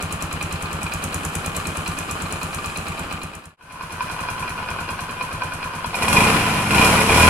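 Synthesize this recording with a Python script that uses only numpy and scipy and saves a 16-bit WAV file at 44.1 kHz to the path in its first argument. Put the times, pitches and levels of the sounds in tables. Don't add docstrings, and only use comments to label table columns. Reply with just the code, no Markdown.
import sys
import numpy as np
from scipy import signal
from scipy.fft import rfft, irfft, next_fast_len
from scipy.io import wavfile
from scipy.ndimage import uniform_filter1d

SR = 44100
rng = np.random.default_rng(int(sys.argv[2]) if len(sys.argv) > 2 else 0)


def wav_out(sig):
    wavfile.write(sys.argv[1], SR, np.round(np.clip(np.atleast_2d(sig).T, -1, 1) * 32767).astype(np.int16))


N = 321489
TIME = np.arange(N) / SR
CUT_S, REV_S = 3.567, 5.9
BURN_LEAD_S = .017

# time in s, speed in cycles per s.
SPEED = [(5.86, 8.9), (5.96, 10.8), (6.12, 21.9), (6.2, 27.7), (6.26, 31.9), (6.31, 33.3), (6.45, 28.7),
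         (6.53, 26.1), (6.68, 22), (6.75, 26.6), (6.81, 30.8), (6.9, 36.8), (6.95, 39.2), (7.07, 34),
         (7.17, 38.3), (7.29, 43.3)]
# time in s, strength in dB.
LOAD = [(5.95, -24), (6.03, -9.5), (6.09, -22), (6.176, -9.5), (6.23, -16), (6.45, -23.5), (6.6, -22),
        (6.66, -25), (6.72, -18), (6.8, -9), (6.9, -17.5), (7.05, -23), (7.12, -14), (7.29, -13.5)]
# time the exhaust valve opens in s, then knock, crack and thump against usual in dB.
CHUGS = [(0.0253, 5.3, 0.5, 1.5), (0.1252, 3.5, 1, -0.0), (0.2242, 3, 0.5, 1.5), (0.328, 5, -1.3, 0.5),
         (0.4274, 7, 0.5, 1), (0.5259, 3.5, -1.5, 1), (0.6246, -4, -2, -1), (0.7298, -0.1, -2, 0.5),
         (0.8309, -3, 1.5, 0.7), (0.9372, 7, 0.5, 0), (1.0397, 4, 2.8, -0.7), (1.1442, 5, 3.2, 0.4),
         (1.2501, -3, 2.4, -0.5), (1.353, -2.0, 4, 0.5), (1.4613, 1.5, 1, 1), (1.5653, 2.5, 4, -1.5),
         (1.6702, 2, 1, 0.1), (1.7708, -3, 0, 0.5), (1.878, 4, 1.5, 1), (1.9877, -2, 0, -2),
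         (2.1112, 0, 1.0, -1.5), (2.2214, -1.2, -1.5, 0.5), (2.3247, 1.1, 0.6, -1), (2.4309, 1, 1, -1),
         (2.5462, -1, 0.5, -3), (2.6596, 2.5, -0.4, -3), (2.7737, 1.2, -0.5, -2.5), (2.8837, 1, -3, -1.5),
         (2.9941, -3, -4.5, -4), (3.1261, 2, -2, -1.5), (3.2333, 2, -0.2, 0), (3.351, -2, 0, -2.5),
         (3.4554, -1.4, 1.5, 1.6), (3.6255, 1, 0.2, 1), (3.7233, -0.5, 1.5, 0), (3.8252, 4, 1, 2),
         (3.9222, -1.5, 2, 1.5), (4.0225, 4, 0.5, -2), (4.1144, 2, 1.5, 0.0), (4.206, -0.7, 0, -1),
         (4.3021, 3.7, 1, 1), (4.3961, -4, 1.5, 1.1), (4.4941, 0, 0, 1), (4.5935, -6, -11, -7),
         (4.7027, 2, -0.5, 0), (4.8035, -0.5, 0.5, 1.5), (4.9044, 1.5, 1.5, 1), (5.0067, -1, 1.5, 0.5),
         (5.109, -2.5, -2, -3), (5.2259, 2.5, 2, -2), (5.3287, -4, 1, 2.5), (5.4355, 4, 0, 3.5),
         (5.5367, -2, 0.5, 0.1), (5.6438, 2.5, 0, 0.3), (5.7514, -5, 1, -0.4), (5.8604, 2.5, 3, 2)]


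def amp(db):
    return 10 ** (np.asarray(db) / 20)


def read(points, hz):
    f, value = np.transpose(points)
    return np.interp(np.log(hz + 1), np.log(f + 1), value)


def curve(rows):
    s, *columns = np.transpose(rows)
    return [np.interp(TIME, s, c) for c in columns]


def train(s, db):
    out, at = np.zeros(N), np.round(np.asarray(s) * SR).astype(int)
    keep = (at >= 0) & (at < N)
    np.add.at(out, at[keep], amp(db)[keep])
    return out


def bursts(s, db, rise_s, t60):
    t = np.arange(SR // 5) / SR
    shape = (1 - np.exp(-t / rise_s)) * amp(-60 * t / t60)
    return signal.oaconvolve(train(s, db), shape)[:N]


def coloured(envelope, colour, grit_db, blows=0):
    # frequency in Hz, likeness from 0 to 1.
    likeness = [
        [(60, .97), (170, .96), (350, .87), (700, .77), (1050, .56), (1550, .25), (2400, .43), (3300, .12),
         (7700, .25), (11000, .1)],
        [(60, .97), (170, .96), (500, .93), (1050, .88), (1250, .45), (1900, .15), (2400, .63), (3300, .2),
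         (7700, .28), (11000, .08)],
    ]
    # frequency in Hz, left over right in dB.
    balance = [
        [(60, 0), (600, -1), (1400, 1.5), (3100, 0.5), (8000, -1), (12000, 6.5), (15000, 5)],
        [(60, 2.5), (600, .2), (1400, 1), (3100, 1.5), (8000, -1.5), (12000, 3.5), (15000, 10.5)],
    ]
    # frequency in Hz, lead of the left in radians.
    left_lead = [
        [(60, -.1), (500, -.3), (1050, -.5), (1400, -1.3), (1900, -2.7), (2400, -.7), (4000, -1.4), (7700, 0)],
        [(60, .1), (500, 0), (1050, -.1), (1500, -1.3), (2400, .45), (2800, -.7), (4100, -2.8), (7700, -3)],
    ]
    size = next_fast_len(N + SR // 4)
    hz = np.fft.rfftfreq(size, 1 / SR)
    grit = uniform_filter1d(rng.standard_normal(N), size=60)
    grit = amp(grit_db * grit / grit.std())
    grit = grit / np.sqrt(np.mean(grit ** 2))
    drive = rng.standard_normal((2, N)) * envelope * grit + blows
    setting = (TIME > CUT_S).astype(int) + (TIME > REV_S)
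    out = 0
    for k in range(3):
        shared, other = rfft(drive * (setting == k), size)
        place, gain = min(k, 1), colour(k, hz)
        same = np.clip(read(likeness[place], hz), 0, 1)
        right = same * shared + np.sqrt(1 - same ** 2) * other
        right = right * np.exp(-1j * read(left_lead[place], hz))
        lean = amp(read(balance[place], hz) / 2)
        gain = gain / np.sqrt(np.mean(abs(gain) ** 2))
        out = out + np.array([shared * lean, right / lean]) * gain
    return irfft(out, size)[:, :N]


def turns():
    (rate,) = curve(SPEED)
    return np.cumsum(rate * (TIME > CHUGS[-1][0])) / SR


def revving(layer):
    # dB at the usual point, dB per doubling of speed, dB per dB of burn.
    laws = dict(crack=(-20, -2.1, 1.1), thump=(-21, 2.5, .3), knock=(-15, .1, 1.05), clatter=(-18, 6.5, .3),
            hiss=(-31, 9, .25), crank=(-38, 33, 1.3), orders=(-29, 4, .4))
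    usual_rate, usual_load_db = 30, -15
    (rate,), (load_db,), (db, per_doubling, per_db) = curve(SPEED), curve(LOAD), laws[layer]
    return db + per_doubling * np.log2(rate / usual_rate) + per_db * (load_db - usual_load_db)


def levels():
    # time in s,
    # then relative levels of crack, pipe thump, burn knock, clatter and gas hiss in dB.
    nearness = [(0, -13.5, -32.5, -30.5, -31.5, -52.5), (1.3, -14, -31.5, -29, -30.5, -46),
                (1.8, -14, -32.5, -25, -30.5, -45), (2.7, -15.5, -31.5, -24, -31.5, -45),
                (3.56, -14.5, -32.5, -26.5, -31.5, -51.5), (3.57, -28, -37, -25.5, -30.5, -48),
                (5.9, -30, -36.5, -24, -31.5, -49.5)]
    rev = [revving(layer) for layer in ("crack", "thump", "knock", "clatter", "hiss")]
    return np.where(TIME < REV_S, curve(nearness), rev)


def cycles(level_db):
    # time in s, change of knock, change of crack and thump in dB.
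    odd_burns = [(5.96, 2, 2), (6.04, -6.5, -4.5), (6.092, 10, 10), (6.138, 2, 4.5), (6.178, 0, -4),
                 (6.248, 0.5, 1), (6.372, -10, -11), (6.72, 2.5, 2), (6.76, 0, 2), (6.795, -3.5, -3.5),
                 (6.854, 2, 5.5), (7.029, 5.5, 9), (7.116, 1, -3), (7.19, 0.5, 4.5)]
    # spread of crack, thump and knock in dB.
    scatter_db = [1.1, 1.2, 1.1]
    idle, knock_db, crack_db, thump_db = np.transpose(CHUGS)
    s = np.hstack([idle, np.flatnonzero(np.diff(np.floor(turns()))) / SR])
    db = level_db[:, (s * SR).astype(int)]
    db[:, :len(idle)] += crack_db, thump_db, knock_db
    db += (rng.standard_normal((len(s), 3)) * scatter_db).T * (s > REV_S)
    for at, knock_change, gas_change in odd_burns:
        db[:, np.argmin(abs(s - at))] += gas_change, gas_change, knock_change
    return s, np.gradient(s), *db


def casing(k, hz, broad, ringing):
    # frequency in Hz, width in Hz, peak over a base of 1 in dB.
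    modes = [
        [(796, 40, 6), (1040, 200, 6.5), (1190, 45, 11), (1362, 30, 8), (2453, 90, 11.5), (4090, 230, 7),
         (5000, 200, 3)],
        [(530, 30, 9), (705, 80, 7), (997, 55, 18.5), (1116, 30, 4), (1460, 40, 10), (1530, 50, 9),
         (2450, 60, 15), (2763, 50, 5), (3290, 60, 6), (4110, 170, 8), (5010, 120, 8)],
        [(450, 26, 11), (533, 45, 9), (700, 40, 6), (795, 35, 7), (997, 55, 13), (1455, 40, 8), (1980, 35, 5),
         (2130, 45, 5), (2345, 45, 6), (2445, 40, 15), (2720, 60, 6), (3300, 68, 5), (4080, 300, 5),
         (5100, 200, 3)],
    ]
    # frequency in Hz, density in dB per Hz.
    broad_colour = [
        [(90, -7), (200, 4.5), (350, -0.5), (900, -2), (1500, 0.5), (2000, -7), (3000, -5.5), (3600, -14),
         (5000, -18), (6500, -38)],
        [(110, -3), (230, -1.5), (350, -6), (800, -5.5), (1200, -0.5), (1500, -1), (1900, -8.5), (3000, -8.5),
         (3600, -17.5), (5000, -19.5), (6500, -43)],
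        [(110, -9), (220, -3.5), (280, -8.5), (400, -11), (800, -8), (1300, -6.5), (1800, -11.5), (3000, -12.5),
         (3600, -19.5), (5000, -22), (6500, -45)],
    ]
    rings = sum((amp(db) - 1) / (1 + 2j * (hz - f) / width) for f, width, db in modes[k])
    return amp(read(broad_colour[k], hz)) * (broad + ringing * rings)


def struck(tilt_db):
    return lambda k, hz: casing(k, hz, .15, 1) * amp(tilt_db[k] * np.log2(hz / 1000 + 0.3))


def knocks(s, length, db):
    knock_tilt_db = [8, 4.5, 4.5]
    tick_tilt_db = [7, 3, 1.5]
    # intake valve, exhaust valve, piston rock in dB.
    gear_db = [(-17, -7, -6), (-6, -5.5, -6)]
    # time in s, change in dB.
    odd_rocks = [(.554, 7), (.658, 17), (.866, 16), (1.173, -1), (1.384, -2), (1.599, 5), (2.257, 6),
                 (2.579, 6.5), (2.92, 2), (3.661, -13), (3.759, 10), (4.06, -10), (4.239, 11), (4.43, 14),
                 (4.522, -12), (4.627, 14), (4.74, -3), (5.153, -14), (5.679, -3.5), (5.782, 5)]
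    near = s < CUT_S
    burn = s - np.where(s > REV_S, np.clip(.22 * length, .011, .019), BURN_LEAD_S)
    hits = bursts(burn[near] - .002, db[near] - 0.5, 0.003, 0.083)
    hits += bursts(burn[~near], db[~near] + 3, 0.0015, 0.045)
    blows = train(burn + .002, db + np.where(near, 15, 21))
    knock = coloured(hits, struck(knock_tilt_db), grit_db=1.5, blows=blows)

    chance_db = 0.7 * rng.standard_normal((len(s), 3))
    intake_db, seat_db, rock_db = db + (np.take(gear_db, 1 - near, axis=0) + chance_db).T
    intake, seat, rock = burn - 0.087 * length, s + 0.1 * length, burn + length / 2
    for at, odd_db in odd_rocks:
        rock_db[np.argmin(abs(rock - at))] += odd_db
    ticks, ticks_db = np.hstack([intake, seat, rock]), np.hstack([intake_db, seat_db, rock_db])
    rattle = bursts(ticks - .002, ticks_db, .0012, .04)
    return knock + coloured(rattle, struck(tick_tilt_db), grit_db=1.5, blows=train(ticks, ticks_db + 16))


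def gas(s, length, crack_db, hiss_db):
    # frequency in Hz, density in dB per Hz.
    gas_colour = [
        [(1200, -8.5), (2650, -15), (4500, -24), (5570, -12), (7430, -5.5), (8920, -7.5), (9870, -4.5),
         (11800, -15), (14000, -19.5), (16100, -43)],
        [(1200, -43), (2650, -17), (4500, -5), (5010, -19), (5340, -6), (7720, -7), (9970, -2), (12600, -14.5),
         (14300, -19), (16100, -45)],
        [(2650, -50), (4500, -36), (5200, -1.5), (6510, -6.5), (7010, -3), (8010, -4), (10400, 0),
         (15000, -24.5), (16100, -39)],
    ]
    near = s < CUT_S
    crack = bursts(s[near] - .0012, crack_db[near], .002, .018)
    early = 0.0082 * (s > REV_S)
    crack += bursts((s - early - .002)[~near], crack_db[~near] - 6.0, 0.001, 0.13)
    seep = bursts(s - BURN_LEAD_S - .006, crack_db - np.where(near, 18, 9), 0.017, 0.12)
    sweep = bursts(s + 0.2 * length, crack_db - np.where(near, 24, 12), 0.011, 0.18)
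    level = np.sqrt(crack ** 2 + seep ** 2 + sweep ** 2 + amp(hiss_db + 1.0) ** 2)
    return coloured(level, lambda k, hz: amp(read(gas_colour[k], hz)), grit_db=-1.5)


def pipe(s, db):
    # frequency in Hz, relative level in dB, t60 in s, build-up in s.
    pipe_modes = [
        [(48.6, 2, .09, .015), (88.6, 0, .18, .0023), (124, -10, .14, .015), (159.5, -1, .23, .015),
         (169.6, .7, .11, .007), (225, -10, .04, .001)],
        [(42, -13, .3, .005), (93, 0, .17, .0034), (113, -6, .24, .015), (162, 4.5, .14, .015),
         (198, 14, .032, .015)],
        [(92, -5, .07, .006), (122, -4, .07, .006), (163, -1, .07, .005), (203, -1, .08, .004),
         (270, -4, .07, .003), (350, -6, .07, .001), (455, -10, .1, .001), (530, -10, .1, .001)],
    ]
    delay_s = [.0071, .0077]
    left_lag = [11, -6]
    deep_hz = 60
    rev_ring_db = -13
    t = np.arange(SR // 3) / SR
    rings = []
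    for modes in pipe_modes:
        ring = 0
        for hz, level_db, t60, rise in modes:
            envelope = amp(level_db - 60 * t / t60) * (1 - np.exp(-t / rise))
            ring = ring + envelope * np.sign(hz - deep_hz) * np.sin(2 * np.pi * hz * t)
        rings.append(ring)
    no_bass = signal.butter(4, 70, "high", fs=SR, output="sos")
    rings[2] = amp(rev_ring_db) * signal.sosfilt(no_bass, rings[2])

    place = (s > CUT_S).astype(int)
    right_s = s + np.take(delay_s, place)
    left_s = right_s + np.take(left_lag, place) / SR
    out = 0
    for ring, now in zip(rings, (s < CUT_S, (s > CUT_S) & (s < REV_S), s >= REV_S)):
        ports = [train(at[now], db[now]) for at in (left_s, right_s)]
        out = out + signal.oaconvolve(ports, ring[None], axes=1)[:, :N]
    return amp(9.5) * out


def shake():
    # frequency in Hz, relative level in dB.
    hot_pipe = [(60, -13), (88, 2), (100, -3), (118, 0), (138, -6), (165, 1), (183, -5), (205, 2),
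                (240, -9), (280, -7), (350, -12), (420, -19)]
    hot_delay_s = .0068
    firm_load_db, slack_load_db = -13, -19
    (rate,), (load_db,) = curve(SPEED), curve(LOAD)
    phase = 2 * np.pi * (turns() - rate * hot_delay_s)
    slack = uniform_filter1d(np.interp(load_db, [slack_load_db, firm_load_db], [1, 0]), size=SR // 12)
    orders = 0
    for k in range(3, 14):
        drift = slack * rng.uniform(-np.pi, np.pi)
        orders = orders + amp(read(hot_pipe, k * rate)) * np.cos(k * phase + drift)
    tones = amp(revving("crank")) * np.cos(2 * phase) + amp(revving("orders")) * orders
    fade_in = np.clip((TIME - REV_S - .1) / .1, 0, 1)
    return -np.sqrt(2) * tones * fade_in


def clatter(s, clatter_db):
    sag_range_db = 2
    since_burn = (np.interp(TIME, s, np.arange(len(s))) + .2) % 1
    sag_db = sag_range_db * (.5 - since_burn)
    return coloured(amp(clatter_db + sag_db), lambda k, hz: casing(k, hz, 1, .4), grit_db=2.5)


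def rumble(clatter_db):
    # frequency in Hz, density in dB per Hz.
    rumble_colour = [(12, -34), (22, -2), (40, -3), (81, -2.5), (123, -2.5), (167, -8.5), (272, -18.5),
                     (350, -5.5), (460, -46), (770, -120)]
    offset_db = [-11, -17, -27]
    rumble_db = clatter_db + np.select([TIME < CUT_S, TIME < REV_S], offset_db[:2], offset_db[2])
    return coloured(amp(rumble_db), lambda k, hz: amp(read(rumble_colour, hz)), grit_db=-6.0)


def walls(x):
    echo_db, echo_t60_s, echoes_per_s = -6, 0.13, 1500
    t = np.arange(SR // 4) / SR
    signs = rng.choice([-1., 1.], (2, len(t)))
    present = rng.random((2, len(t))) < echoes_per_s / SR
    taps = signs * present * (t > .004) * amp(-60 * t / echo_t60_s)
    taps = signal.sosfilt(signal.butter(2, 1000, "high", fs=SR, output="sos"), taps)
    taps = taps / np.linalg.norm(taps, axis=1, keepdims=True)
    return amp(echo_db) * signal.oaconvolve(x, taps, axes=1)[:, :N]


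def scene():
    *burn_db, clatter_db, hiss_db = levels()
    s, length, crack_db, thump_db, knock_db = cycles(np.array(burn_db))
    engine = knocks(s, length, knock_db) + gas(s, length, crack_db, hiss_db) + pipe(s, thump_db)
    engine = engine + shake() + clatter(s, clatter_db) + rumble(clatter_db)
    return engine + walls(engine)


def record(dry):
    fade_out_s, fade_in_s, fade_bend = 0.53, 0.51, 1.02
    edge_hz = 16150
    since = TIME - CUT_S
    ramp = np.clip(abs(since) / np.where(since < 0, fade_out_s, fade_in_s), .004, 1)
    faded = dry * ramp ** fade_bend
    soft = 1.3 * np.tanh(faded / 1.3)
    lowpass = signal.firwin(511, edge_hz, window=("kaiser", 9), fs=SR)
    return signal.oaconvolve(soft, lowpass[None], "same")


dry = scene()
out = record(dry)
wav_out(out)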